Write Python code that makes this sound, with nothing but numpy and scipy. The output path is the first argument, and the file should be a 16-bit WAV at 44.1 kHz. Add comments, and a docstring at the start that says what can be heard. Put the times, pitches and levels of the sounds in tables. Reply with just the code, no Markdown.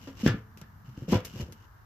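"""A soft scrape and a dull bump, close by: a domed steel lid is shuffled onto a kettle grill.
Twice it drops home with a clunk, as the dome flexes and the kettle rings, and a short clash of the rims.
Between the blows the enamel rasps rim on rim, loose fittings tick and the lid rumbles in the hand,
all over the faint outdoor air of a quiet patio."""
import sys
import numpy as np
from scipy import signal
from scipy.fft import rfft, irfft
from scipy.io import wavfile

SR = 44100
rng = np.random.default_rng(int(sys.argv[2]) if len(sys.argv) > 2 else 0)


def dump_mix(stems):
    """Bounce the given channels to the path in sys.argv[1] as a 16-bit WAV at rate SR."""
    frames = np.atleast_2d(stems).T  # one column per channel
    limited = np.clip(frames, -1, 1)  # hard clip at full scale
    pcm = np.round(limited * 32767).astype(np.int16)
    wavfile.write(sys.argv[1], SR, pcm)


N = 81585

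# how alike the grill sounds left and right: freq_hz, correlation
GRILL_LIKENESS = [(190, 1), (300, 0.82), (1400, 0.35), (6500, -0.25), (14000, 0)]


def amp(db):
    """Decibels to gain."""
    return 10 ** (np.asarray(db) / 20)


def decay(t, level_db, t60_s):
    """An envelope that starts at level_db and falls 60 dB in t60_s."""
    return amp(level_db - 60 * t / t60_s)


def unit(x):
    """Scales to rms 1."""
    return x / np.sqrt(np.mean(x ** 2) + 1e-20)


def curve_at(points, hz):
    """Reads a curve on a log-frequency axis."""
    freq_hz, value = np.transpose(points)
    return np.interp(np.log(hz + 1), np.log(freq_hz + 1), value)


def add(mix, start_s, sound):
    """Mixes a sound in at start_s."""
    part = mix[:, max(round(start_s * SR), 0):][:, :sound.shape[-1]]
    part += sound[..., :part.shape[1]]


def filtered(x, hz, kind, order):
    """A low-pass or high-pass."""
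    return signal.sosfilt(signal.butter(order, min(hz, SR / 3), kind, fs=SR, output="sos"), x)


def colour(pair, spectrum, likeness):
    """Gives two unrelated signals a tone and a stereo width, at rms 1."""
    hz = np.fft.rfftfreq(pair.shape[1], 1 / SR)
    left, other = rfft(pair)
    same = np.clip(curve_at(likeness, hz), -1, 1)
    right = same * left + np.sqrt(1 - same ** 2) * other
    return unit(irfft(np.array([left, right]) * amp(curve_at(spectrum, hz)), pair.shape[1]))


def wash(spectrum, size):
    """Shaped noise that stands for the steel's countless overlapping modes."""
    return colour(rng.standard_normal((2, size)), spectrum, GRILL_LIKENESS)


def patio_air():
    """A steady bed of low rumble and distant outdoor hiss."""
    # tone of the air: freq_hz, relative_db
    spectrum = [(22, -12), (45, -7.5), (105, 1.5), (160, -19), (550, -30), (950, -19.5), (1650, -21.5),
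                (2600, -43), (6000, -41), (9300, -55.5), (12500, -39.5)]
    # centred lows, wide highs: freq_hz, correlation
    likeness = [(130, 0.91), (700, 0.12), (2000, 0.029)]
    return amp(-53) * colour(rng.standard_normal((2, N)), spectrum, likeness)


def handling(seated_s=1.59, fade_s=0.036):
    """The lid rumbles faintly in the hand until it is seated."""
    # dull body of the moving lid: freq_hz, relative_db
    spectrum = [(60, -2), (110, 0.5), (215, 6), (330, -20), (2000, -94)]
    moving = np.clip((seated_s - np.arange(N) / SR) / fade_s, 0, 1)
    return amp(-57) * wash(spectrum, N) * moving


def scrape(grains_per_s=5000, grain_spread_db=2.8, rasps_per_s=130, rasp_db=2.2):
    """Tiny catches of the enamel bunch into rasps as the lid slides, and set the rim singing."""
    # swells of rim sliding on rim: time_s, level_db
    slide = [(0, -55.5), (.04, -50.5), (.105, -52.5), (0.143, -64), (0.21, -39), (.23, -48), (.255, -36),
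             (.45, -77), (.83, -76), (0.877, -57.5), (.94, -66.5), (.985, -57.5), (1.074, -61),
             (1.087, -43), (1.149, -34.5), (1.23, -62.5), (1.28, -48.5), (1.32, -52.5), (1.386, -46),
             (1.408, -37.5), (1.453, -54), (1.51, -66), (1.645, -61), (1.69, -75)]
    # tone of the grit: freq_hz, relative_db
    spectrum = [(250, 16), (600, 1), (2200, -0.5), (2950, -3.5), (5600, -2), (7500, -6.5), (9300, -28),
                (12500, -6), (15000, -21)]
    # rim resonances under the slide: pitch_hz, width_hz, relative_db
    resonances = [(2834, 140, -12), (2980, 80, -14.5), (5540, 820, -22)]
    t = np.arange(N) / SR
    strength = amp(grain_spread_db * np.minimum(rng.exponential(1, N), 4))
    catches = rng.random(N) < grains_per_s / SR
    knots_s = np.arange(0, N / SR, 1 / rasps_per_s)
    rasp = amp(rasp_db * np.interp(t, knots_s, rng.standard_normal(len(knots_s))))
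    grit = colour(strength * catches * rasp * rng.standard_normal((2, N)), spectrum, GRILL_LIKENESS)
    singing = sum(amp(db) * unit(signal.lfilter(*signal.iirpeak(hz, hz / width_hz, SR), grit))
                  for hz, width_hz, db in resonances)
    return unit(grit + singing) * amp(np.interp(t, *np.transpose(slide)))


def kettle_ring(t):
    """Lid and bowl ring together, hollow, under a short wash from the dome."""
    # modes of the closed kettle: pitch_hz, relative_db, t60_s
    modes = [(111, -5, .16), (196, -6, .16), (246, -6, .14), (274, -8, .15), (304, -11, .18),
             (356, -5, .16), (441, -16, .44), (490, -14, .28), (504, -3, .21), (556, -3, .17),
             (660, -11, .14), (757, -13, .16), (820, -13, .14), (983, -3, .14)]
    # dense ring of the dome: freq_hz, relative_db
    dome = [(50, -20), (150, 10), (350, 2.5), (950, -1.5), (1300, -13), (2500, -6.5), (6000, -58)]
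    hollow = sum(decay(t, db, t60_s) * np.sin(2 * np.pi * hz * t) for hz, db, t60_s in modes)
    return hollow + wash(dome, len(t)) * decay(t, level_db=1, t60_s=0.19)


def knocks(rise_s=0.0012):
    """Each blow flexes the dome in a thud and rings the kettle; a soft contact dulls the upper modes."""
    # lid bumps on bowl: start_s, thud_hz, thud_db, thud_t60_s, ring_db, cutoff_hz
    bumps = [(0.0729, 269.6, -34.5, 0.19, -45, 930), (0.233, 218, -20, 0.27, -32, 350),
             (0.262, 192, 2.5, 0.014, -28, 540), (0.275, 142, -17, 0.048, -25.5, 386),
             (0.2938, 111.7, -20, 0.25, -45, 380), (.341, 175, -29, 0.064, -33.5, 266),
             (0.618, 136, -33.5, 0.05, -59, 255), (0.88, 123, -36, 0.32, -41.5, 153),
             (.976, 124, -24.5, 0.024, -45, 334), (1.0211, 127.6, -28, 0.093, -40, 314),
             (1.0814, 168, -29, 0.31, -33.5, 413), (1.1228, 205, -14, 0.1, -25, 800),
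             (1.13105, 115, -16.5, .06, -28.5, 1250), (1.1525, 104, -16, 0.12, -33, 900),
             (1.336, 197, -35, 0.18, -76, 390), (1.358, 109, -27, 0.054, -49, 610),
             (1.3986, 129, -24.5, 0.077, -43, 646), (1.421, 79.5, -25, 0.11, -43.5, 468),
             (1.486, 137.5, -40, 0.11, -49.5, 450)]
    out, t = np.zeros((2, N)), np.arange(SR // 2) / SR
    attack = 1 - np.exp(-t / rise_s)
    for start_s, thud_hz, thud_db, thud_t60_s, ring_db, cutoff_hz in bumps:
        thud = attack * decay(t, thud_db, thud_t60_s) * np.cos(2 * np.pi * thud_hz * t)
        clunk = thud + amp(ring_db) * kettle_ring(t)
        add(out, start_s, filtered(clunk, cutoff_hz, "low", order=3))
    return out


def rim_jangle(t):
    """Steel on steel: a crack and a dense, quickly damped jangle."""
    # dense ring of the rim: freq_hz, relative_db
    spectrum = [(400, 3), (900, -5.5), (1500, 1), (3000, -6.5), (4000, -9), (5600, -5.5), (7500, -19),
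                (9300, -36), (12500, -43), (15000, -50)]
    # its tail, band by band: freq_hz, t60_s
    tails = [(1000, 0.3), (3000, 0.27), (6000, 0.11), (14000, 0.22)]
    hz, frame_s, bands = signal.stft(wash(spectrum, len(t)), SR, nperseg=256)
    bands *= decay(frame_s, level_db=1.5, t60_s=curve_at(tails, hz)[:, None])
    jangle = signal.istft(bands, SR, nperseg=256)[1][:, :len(t)]
    crack = decay(t, level_db=-4, t60_s=0.025)
    return jangle * (1 + crack)


def rim_ring(t, angle_deg, stereo_spread_rad=0.94):
    """The rim's clear tones: where the blow lands around it sets their balance."""
    # modes of the steel rim: pitch_hz, relative_db, t60_s
    modes = [(1206, -9, .28), (1376, -4, .24), (1502, -7, .25), (1577, -6, .19), (1680, -11, .27),
             (1732, 0, .23), (2094, -13, .16), (2347, -16, .22), (2770, -6, .18), (2982, -7, .19),
             (3305, -12, .18), (3430, -5, .14)]
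    phases = 2 * np.pi * rng.random((len(modes), 1, 1))
    phases = phases + stereo_spread_rad * rng.standard_normal((len(modes), 2, 1))
    shares = np.cos(np.radians(angle_deg) * np.arange(1, len(modes) + 1))
    return sum(share * decay(t, db, t60_s) * np.sin(2 * np.pi * hz * t + phase)
               for (hz, db, t60_s), phase, share in zip(modes, phases, shares))


def clashes():
    """Where the bare rims meet, they jangle and ring on."""
    # rim hits on rim: start_s, jangle_db, ring_db, angle_deg
    hits = [(.074, -55, -54, 20), (.617, -57, -58, 8), (.2619, -32, -38, 0), (.275, -36.5, -33, 0),
            (.2937, -39.5, -50, 5), (1.122, -38.5, -50, 15), (1.1325, -42, -40, 15), (1.1555, -39, -42, 15)]
    out, t = np.zeros((2, N)), np.arange(SR // 2) / SR
    for start_s, jangle_db, ring_db, angle_deg in hits:
        add(out, start_s, amp(jangle_db) * rim_jangle(t) + amp(ring_db) * rim_ring(t, angle_deg))
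    return out


def ticks():
    """The loose handle and fittings click brightly: a snap and a short ring."""
    # light metal clicks: start_s, ring_db, t60_s, tilt_db_per_octave
    clicks = [(.2765, -36, 0.06, -3.5), (1.119, -42, 0.06, -3.5), (1.2485, -43, 0.15, -3),
              (1.252, -40.5, .07, -1), (0.574, -52.5, 0.17, -3.5), (0.6145, -49, 0.034, -2.5),
              (1.5235, -47.5, 0.07, -2.5)]
    # tone of the fittings before each click's tilt: freq_hz, relative_db
    spectrum = [(300, 10), (1000, 2), (3100, 11.5), (4000, 7.5), (5500, 15.5), (8000, 5), (9400, 3),
                (12500, 14), (15000, 5)]
    out, t = np.zeros((2, N)), np.arange(SR // 4) / SR
    snap = decay(t, level_db=4, t60_s=0.008)
    for start_s, ring_db, t60_s, tilt in clicks:
        metal = wash([(hz, db + tilt * np.log2(hz)) for hz, db in spectrum], len(t))
        add(out, start_s, metal * amp(ring_db) * (decay(t, 0, t60_s) + snap))
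    return out


def scene():
    """The lid's hits over its scrape, its rumble and the open air."""
    return knocks() + clashes() + ticks() + scrape() + handling() + patio_air()


def record(dry, low_cut_hz=36.6, high_cut_hz=14900):
    """Leans the treble to the left, then trims the sub-bass and the very top."""
    # stereo lean: freq_hz, left_minus_right_db
    balance = [(2300, 0.81), (4500, 0.26), (8000, 6.5), (13000, 4.2)]
    lean_db = curve_at(balance, np.fft.rfftfreq(N, 1 / SR))
    panned = irfft(rfft(dry) * amp(np.array([lean_db, -lean_db]) / 2), N)
    trimmed = filtered(panned, low_cut_hz, "high", order=4)
    high_cut = signal.firwin(401, high_cut_hz, window=("kaiser", 9), fs=SR)
    return signal.oaconvolve(trimmed, high_cut[None], "same")


dry = scene()
out = record(dry)
dump_mix(out)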